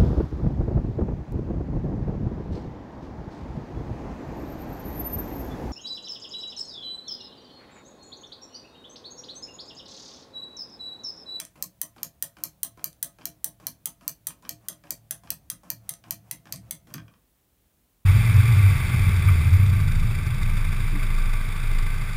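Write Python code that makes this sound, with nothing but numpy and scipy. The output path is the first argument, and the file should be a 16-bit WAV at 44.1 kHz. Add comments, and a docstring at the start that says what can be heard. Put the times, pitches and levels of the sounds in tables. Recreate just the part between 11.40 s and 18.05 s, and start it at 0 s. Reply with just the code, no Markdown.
"""A toy figure rocks down a sloping wooden rod, clacking over a faint hum.
Each swing has a bright clack as its limbs grip, a short scraping, rattling slide, and a click as they
catch the rod again. The rod's stand, on a table in a small, dry room, thumps and hums more as the
figure nears the lower post. There the figure bumps and comes to rest."""
import sys
import numpy as np
from scipy import signal
from scipy.fft import rfft, irfft, next_fast_len
from scipy.io import wavfile

SR = 44100
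rng = np.random.default_rng(int(sys.argv[2]) if len(sys.argv) > 2 else 0)


def master(y):
    """Save y as 16-bit WAV."""
    cut = np.clip(np.atleast_2d(y).T, -1, 1)
    pcm = np.round(cut * 32767)  # scale
    wavfile.write(sys.argv[1], SR, pcm.astype(np.int16))


N = 293265

# the limbs grip on the back swing: t/s, relative snap level/dB
GRIP_HITS = [(0.0005, -33), (0.4151, -21), (0.8247, -20.5), (1.2317, -19), (1.6276, -20), (2.0436, -19.5),
             (2.4571, -21.5), (2.8696, -22.5), (3.2849, -26), (3.7089, -23.5), (4.1005, -25), (4.492, -25),
             (4.9117, -26.5), (5.3094, -26.5)]
# the loose limbs bounce back: t/s, relative level/dB
LIMB_TICKS = [(0.051, -39.5), (1.5295, -53), (3.329, -47), (4.538, -40), (5.160, -40.5), (5.352, -51)]
# the limbs catch the rod after a slide: t/s, relative snap level/dB
CATCH_HITS = [(0.2248, -22), (0.6313, -23), (1.0373, -21), (1.4424, -20.5), (1.8551, -24), (2.2682, -22.5),
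              (2.6788, -20), (3.0924, -26.5), (3.5064, -22.5), (3.9041, -20.5), (4.3023, -21.5),
              (4.7081, -21.5), (5.124, -28)]
# the body knocks against rod and post: t/s, relative level/dB
BODY_BUMPS = [(0.582, -50), (1.812, -51), (2.905, -45.5), (3.051, -45.5), (3.438, -52.5), (5.071, -49),
              (5.542, -39), (5.581, -42.5), (5.602, -58), (5.681, -54), (5.739, -59)]
# the limbs rub near the low end: t/s, length/s, level/dB
LIMB_RUBS = [(3.198,0.07,-63.5),(4.402,0.11,-64),(4.822,0.083,-65),(5.198,0.1,-65)]

# A mode is a pitch at which a thing rings; the wider it is, the sooner it fades.
# the wood in a grip, a catch and a body knock: f/Hz, width/Hz, relative level/dB, pitch rise/(share per s)
GRIP_WOOD_MODES = [(1913, 200, -4.5, 0.018), (3083, 70, -0.5, 0.008), (4050, 55, -7.5, 0.000036),
                   (4530, 280, -0.5, 0), (5000, 140, -19.5, 0), (6098, 190, 10, 0.0019),
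                   (7280, 320, -1, 0.0028), (8700, 780, 10.5, 0.0015), (9436, 240, 10.5, 0.00088),
                   (10710, 450, 14, 0.000039), (12300, 540, 11, 0.00036), (13180, 450, 6.5, 0),
                   (14430, 780, 12.5, 0.0074), (15260, 530, 13, 0.00085)]
CATCH_WOOD_MODES = [(1812, 193, -4.5, 0.0099), (2335, 47, -3, 0.00058), (3223, 181, -17.5, 0.0025),
                    (3975, 470, -3.2, 0.0016), (4570, 550, 0.2, 0.001), (5480, 340, 3, 0.008),
                    (6180, 216, 5.5, 0.0035), (7100, 1200, 1.65, 0.02), (9000, 560, -0.3, 0.0028),
                    (11140, 490, 7.5, 0.00094), (11420, 860, 4, 0.024), (13250, 540, 13, 0.0087),
                    (15400, 610, -12.5, 0.0098)]
BODY_WOOD_MODES = [(1040,320,6,0.018),(1250,180,7.5,0.0065),(1560,540,4.5,0.0056),(1766,340,4.5,0.014),(2370,220,1.5,0.0025),(3050,230,2,0.012),(4400,980,-4.5,0.055)]
# the rod's longer rings: f/Hz, width/Hz, relative level/dB
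ROD_RING_MODES = [(3280,45,-9.5),(6200,42,8.5),(10100,110,9)]
# six deep modes of the table, then the hollow ones of the posts: f/Hz, width/Hz, relative level/dB
TABLE_AND_POST_MODES = [(114.4,14,-6),(154.2,18.5,4.5),(182,16,1),(237,28,-3.5),(259.6,12,-2.5),(310.1,9.3,1.5),(509,20,-0.5),(564,9.4,2.5),(617,23,1.5),(681,8.6,7.5),(842,140,-6),(945,84.8,-3.5),(1067,37,0),(1257,30,0),(1520,170,-24)]
# the table trembles and the whole stand sways: f/Hz, width/Hz, relative level/dB
TABLE_HUM_MODES = [(112.8,8,5.5),(150.2,23.6,-4),(185.3,27,-3.5),(245,43,-19),(311.5,15,-13.5),(672,32,-19.5)]
STAND_SWAY_MODES = [(47,18,-4),(71,10.4,2.5),(95,15,-10.5)]
# the top edge of the table's thud, deeper near the lower post: t/s, f/Hz
THUD_CUTOFF = [(0,433),(2.2,515),(4.0,237),(4.8,182),(5.6,194)]

# the tone of the quiet room and of wood sliding on wood: f/Hz, relative level/dB
HISS_SPECTRUM = [(15,-43),(28,-27),(50,-5.5),(65,-12),(80,-14.5),(140,-25),(220,-20),(400,-26),(1480,-35),(3500,-36),(5000,-39),(12900,-34),(15600,-31),(16200,-52.5)]
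SCRAPE_SPECTRUM = [(400,-8),(700,0.5),(1250,-4.5),(1800,-12.5),(2500,-13),(3200,-17.5),(3800,-22),(5800,-17.5),(9000,-21.5),(12000,-19),(16000,-38)]
# how fast the room's echo fades: f/Hz, time to fall 60 dB/s
ECHO_FADE = [(150,2.5),(700,0.18),(2500,0.1852),(6000,0.1461),(14000,0.143)]
# the room's echo against the direct sound: f/Hz, level/dB
ECHO_LEVEL = [(150,28),(700,-4),(2500,-1.5),(6000,-7),(10000,-4),(15000,-14)]
# single echoes from the walls: delay/s, level/dB
WALL_ECHOES = [(0.015,-23),(0.0164,-17.5),(0.035,-26),(.0462,-34)]

SLIDE_S, POST_HIT_S = .0685, 5.5397   # length of each slide; when the figure meets the post
SLIDE_ENDS = [s for s, _ in CATCH_HITS] + [POST_HIT_S]
TABLE_MODES, POST_MODES = TABLE_AND_POST_MODES[:6], TABLE_AND_POST_MODES[6:]
TAIL = np.arange(SR // 4) / SR   # time within one short sound, in seconds


def from_db(db):
    """Turn decibels into a gain."""
    return 10 ** (np.asarray(db) / 20)


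def rms_one(x):
    """Scale to an average (rms) level of 1."""
    return x / np.sqrt(np.mean(x ** 2) + 1e-20)


def unit_hit(x):
    """Scale a hit to the energy of 4 ms at rms 1."""
    return x / np.sqrt(np.sum(x ** 2) / (.004 * SR) + 1e-20)


def at_hz(points, hz):
    """Read between a table's rows on a log-frequency axis."""
    points = np.array(points)
    return np.interp(np.log(np.maximum(hz, 1)), np.log(points[:, 0]), points[:, 1])


def coloured(x, spectrum):
    """Give a noise the tone of a spectrum, at rms 1."""
    size = next_fast_len(len(x) + len(TAIL))
    gains = from_db(at_hz(spectrum, np.fft.rfftfreq(size, 1 / SR)))
    return rms_one(irfft(rfft(x, size) * gains, size)[:len(x)])


def keep_band(x, hz, kind):
    """Let the "low" side, the "high" side or a "band" through."""
    return signal.sosfilt(signal.butter(2, hz, kind, fs=SR, output="sos"), x)


def add(out, s, x):
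    """Mix x into out at time s."""
    i = max(round(s * SR), 0)
    out[i:i + len(x)] += x[:N - i]


def resonance(x, hz, width):
    """Let x ring at one pitch, with gain 1 at the peak."""
    r = np.exp(-np.pi * width / SR)
    feedback = [1, -2 * r * np.cos(2 * np.pi * hz / SR), r * r]
    return signal.lfilter(np.array([1, 0, -1]) * (1 - r * r) / 2, feedback, x + 1e-18)


def ringing(modes, force, spread_db, detune, s=0):
    """Each mode takes its share of a blow, a little differently every time."""
    out = 0
    for k, (hz, width, db, *rise) in enumerate(modes):
        pitch = hz * (1 + sum(rise) * s + detune * rng.standard_normal())
        gain = np.sqrt(width) * from_db(db + spread_db * rng.standard_normal())
        out = out + (-1) ** k * gain * unit_hit(resonance(force, pitch, width))
    return out


def strike(modes, s, chatter, chatter_s, crack_db=-8.0, crack_hz=2200):
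    """A hard contact and its tiny bounces (chatter) give a crack and ring the wood."""
    force = rng.standard_normal(len(TAIL)) * np.exp(-TAIL / chatter_s)
    force *= chatter / np.linalg.norm(force)
    force[0] += 1   # the first contact
    ring = unit_hit(ringing(modes, force, spread_db=1.0, detune=0.00071, s=s))
    return ring + from_db(crack_db) * unit_hit(keep_band(force, crack_hz, "high"))


def shake(modes, build_s, fade_s):
    """A blow runs down the posts and shakes stand and table, which take a moment to swell."""
    force = rng.standard_normal(len(TAIL)) * (1 - np.exp(-TAIL / build_s)) ** 2 * np.exp(-TAIL / fade_s)
    return unit_hit(ringing(modes, force, spread_db=4.0, detune=0.00111))


def deepen(x, s):
    """Dull the table's thud to suit the place the figure has reached at time s."""
    return keep_band(x, np.interp(s, *np.transpose(THUD_CUTOFF)), "low")


def room(x, wall_s=0.011, early_db=-1.5, build_s=0.0025):
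    """Sound scatters off the table, then the walls answer, in a new pattern each time."""
    edges = np.geomspace(70, 18000, 12)   # band edges in Hz
    white, echoes = rng.standard_normal((2, len(TAIL))), np.zeros(len(TAIL))
    walls = .5 + .5 * np.tanh((TAIL - wall_s) * 1000)   # a smooth step from 0 to 1
    arrival = (1 - np.exp(-TAIL / build_s)) * (walls + (1 - walls) * from_db(early_db))
    for k, (low, high) in enumerate(zip(edges, edges[1:])):
        hz = np.sqrt(low * high)
        fade = np.exp(-np.log(1000) * TAIL / at_hz(ECHO_FADE, hz))
        tail = keep_band(white[k % 2], (low, high), "band") * arrival * fade
        gain = np.sqrt(2 * (high - low) / SR) * from_db(at_hz(ECHO_LEVEL, hz))
        echoes += gain * tail / np.linalg.norm(tail)
    for delay, db in WALL_ECHOES:
        echoes[round((delay + .0004 * rng.standard_normal()) * SR)] += from_db(db)
    return x + signal.fftconvolve(x, echoes)[:len(x)]


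def on_descent(s, top_db, bottom_db, power=1):
    """Move a level from the top of the rod to the lower post; a high power makes the change late."""
    return top_db + (bottom_db - top_db) * np.clip(s / POST_HIT_S, 1e-9, 1) ** power


def clack(blow, s, snap_db, wood_db, rod_db, knock_db, knock_fade_s, thump_db,
          swell_s=0.018, split_hz=7500):
    """One hit: woody click, bright snap, faint ring of the rod, knock of the posts, table thump."""
    ring = room(keep_band(blow, 1350, "high"))   # thin limbs give off no bass
    wood = keep_band(keep_band(ring, split_hz, "low"), split_hz, "low")
    snap = keep_band(keep_band(ring, split_hz, "high"), split_hz, "high")
    rod = ringing(ROD_RING_MODES, signal.unit_impulse(len(TAIL)), spread_db=2.5, detune=.001)
    knock = shake(POST_MODES, build_s=0.0016, fade_s=knock_fade_s)
    thump = deepen(shake(TABLE_MODES, build_s=swell_s, fade_s=0.014), s)
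    parts = (wood_db, wood), (snap_db, snap), (rod_db, rod), (knock_db, knock), (thump_db, thump)
    return sum(from_db(db) * unit_hit(part) for db, part in parts)


def grips(trim_db=-1.0):
    """The limbs clack as they grip on each back swing; lower down, knock gives way to thump."""
    out = np.zeros(N)
    for s, snap_db in GRIP_HITS:
        blow = strike(GRIP_WOOD_MODES, s, chatter=1.0, chatter_s=0.0025)
        hit = clack(blow, s, snap_db + trim_db, wood_db=on_descent(s, -29.5, -31), rod_db=-43.5,
                    knock_db=on_descent(s, -45, -51.5, power=4.1), knock_fade_s=0.032,
                    thump_db=on_descent(s, -46, -40.5))
        add(out, s, hit)
    return out


def stand_hum(modes, top_db, bottom_db, power, swing_db, rest_db,
              lag_s=0.063, settle_s=0.067, settle_db_per_s=125):
    """The swinging weight shakes the stand: more after each catch and near the post, little at rest."""
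    t = np.arange(N) / SR
    swings_done = np.interp(t - lag_s, SLIDE_ENDS, np.arange(len(SLIDE_ENDS)))
    swing = np.cos(2 * np.pi * swings_done)
    settling_db = settle_db_per_s * np.maximum(t - POST_HIT_S - settle_s, 0)
    level_db = on_descent(t, top_db, bottom_db + swing_db * swing, power) - settling_db
    jiggle, tremble = rng.standard_normal(N), np.zeros(N)
    for hz, width, db in modes:
        ring = resonance(resonance(jiggle, hz, width), hz, width)
        tremble += np.sqrt(width) * from_db(db) * rms_one(ring)
    return from_db(np.maximum(level_db, rest_db)) * rms_one(tremble)


def room_hiss(level_db=-67.5):
    """The quiet room has a steady, faint rumble and hiss."""
    return from_db(level_db) * coloured(rng.standard_normal(N), HISS_SPECTRUM)


def taps(rows, modes, trim_db, chatter, chatter_s, soft_hz):
    """Light contacts of limbs or body ring the wood with less treble."""
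    out = np.zeros(N)
    for s, db in rows:
        ring = keep_band(strike(modes, s, chatter, chatter_s), soft_hz, "low")
        add(out, s, from_db(db + trim_db) * room(unit_hit(ring)))
    return out


def slides(scrape_db=-59.5, posts_db=-62, slips_per_s=110, slip_s=0.0017, rub=0.57, fade_s=0.18):
    """The limbs let go and scrape down the rod in uneven slips; posts and table ring along."""
    out = np.zeros(N)
    length_gain = np.sqrt(SLIDE_S / TAIL[-1])   # makes the levels hold for the slide's own length
    for end in SLIDE_ENDS:
        s = end - SLIDE_S
        strengths = np.minimum(rng.exponential(0.39, len(TAIL)), 1.6)
        slips = strengths * (rng.random(len(TAIL)) < slips_per_s / SR)
        slips[0] = 1.33   # the first slip is a firm one
        pressure = rub + signal.lfilter([1], [1, -np.exp(-1 / (slip_s * SR))], slips)
        friction = pressure * rng.standard_normal(len(TAIL)) * np.exp(-TAIL / fade_s) * (TAIL < SLIDE_S)
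        scrape = room(keep_band(coloured(friction, SCRAPE_SPECTRUM), 730, "high"))
        posts = ringing(POST_MODES, friction, spread_db=5.0, detune=0.002)
        table = ringing(TABLE_MODES, friction, spread_db=4.0, detune=.003)
        thud = deepen(keep_band(table, 305, "high"), s)
        thud_db = on_descent(s, -57.5, -57, power=5.2)
        for db, part in (scrape_db, scrape), (posts_db, posts), (thud_db, thud):
            add(out, s, from_db(db) * length_gain * rms_one(part))
    return out


def rattles(level_db=-59.5, spread_db=7):
    """The loose limbs tap as each slide starts and once partway: rows of t/s, relative level/dB."""
    return [(end - SLIDE_S * (1 - share), level_db + spread_db * rng.standard_normal())
            for end in SLIDE_ENDS for share in (0, rng.uniform(.2, .6))]


def catches(trim_db=-1.0):
    """The limbs stop a slide with a short, tight click; the table thumps more lower down."""
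    out = np.zeros(N)
    for s, snap_db in CATCH_HITS:
        blow = strike(CATCH_WOOD_MODES, s, chatter=0.79, chatter_s=0.0019)
        hit = clack(blow, s, snap_db + trim_db, wood_db=on_descent(s, -32.5, -30), rod_db=-60,
                    knock_db=on_descent(s, -45.5, -44.5), knock_fade_s=0.014,
                    thump_db=on_descent(s, -42.5, -30.5, power=8.1))
        add(out, s, hit)
    return out


def rubs(swell=0.62):
    """Near the low end, wood drags over wood, harder as the back swing goes on."""
    out = np.zeros(N)
    for s, length, db in LIMB_RUBS:
        drag = rng.standard_normal(len(TAIL)) * (TAIL / length) ** swell * (TAIL < length)
        scrape = room(keep_band(coloured(drag, SCRAPE_SPECTRUM), 420, "high"))
        add(out, s, from_db(db) * np.sqrt(length / TAIL[-1]) * rms_one(scrape))
    return out


def post_hit():
    """The figure runs into the post: little snap and a heavy thump."""
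    out = np.zeros(N)
    blow = strike(CATCH_WOOD_MODES, POST_HIT_S, chatter=1.0, chatter_s=0.0028)
    hit = clack(blow, POST_HIT_S, snap_db=-35, wood_db=-37, rod_db=-54,
                knock_db=-51, knock_fade_s=0.0064, thump_db=-28, swell_s=0.0048)
    add(out, POST_HIT_S, hit)
    return out


def scene():
    """The toy over the faint hiss of the room, in mono."""
    ticks = taps(LIMB_TICKS, GRIP_WOOD_MODES, trim_db=-1.0, chatter=0.45, chatter_s=0.001, soft_hz=6740)
    bumps = taps(BODY_BUMPS + rattles(), BODY_WOOD_MODES,
                 trim_db=-0.5, chatter=1.0, chatter_s=0.0034, soft_hz=4530)
    hum = stand_hum(TABLE_HUM_MODES, top_db=-66, bottom_db=-52.5, power=2.76, swing_db=6.5, rest_db=-78)
    sway = stand_hum(STAND_SWAY_MODES,
                     top_db=-72, bottom_db=-64.5, power=0.82, swing_db=3.5, rest_db=-78.5)
    hiss = room_hiss()
    return (grips() + catches() + post_hit() + ticks + bumps + slides() + rubs() + hum + sway + hiss)[None]


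def record(dry, cutoff_hz=16100):
    """Cut the very highest treble steeply."""
    return signal.sosfilt(signal.ellip(10, .2, 80, cutoff_hz, fs=SR, output="sos"), dry)


dry = scene()
out = record(dry)
master(out)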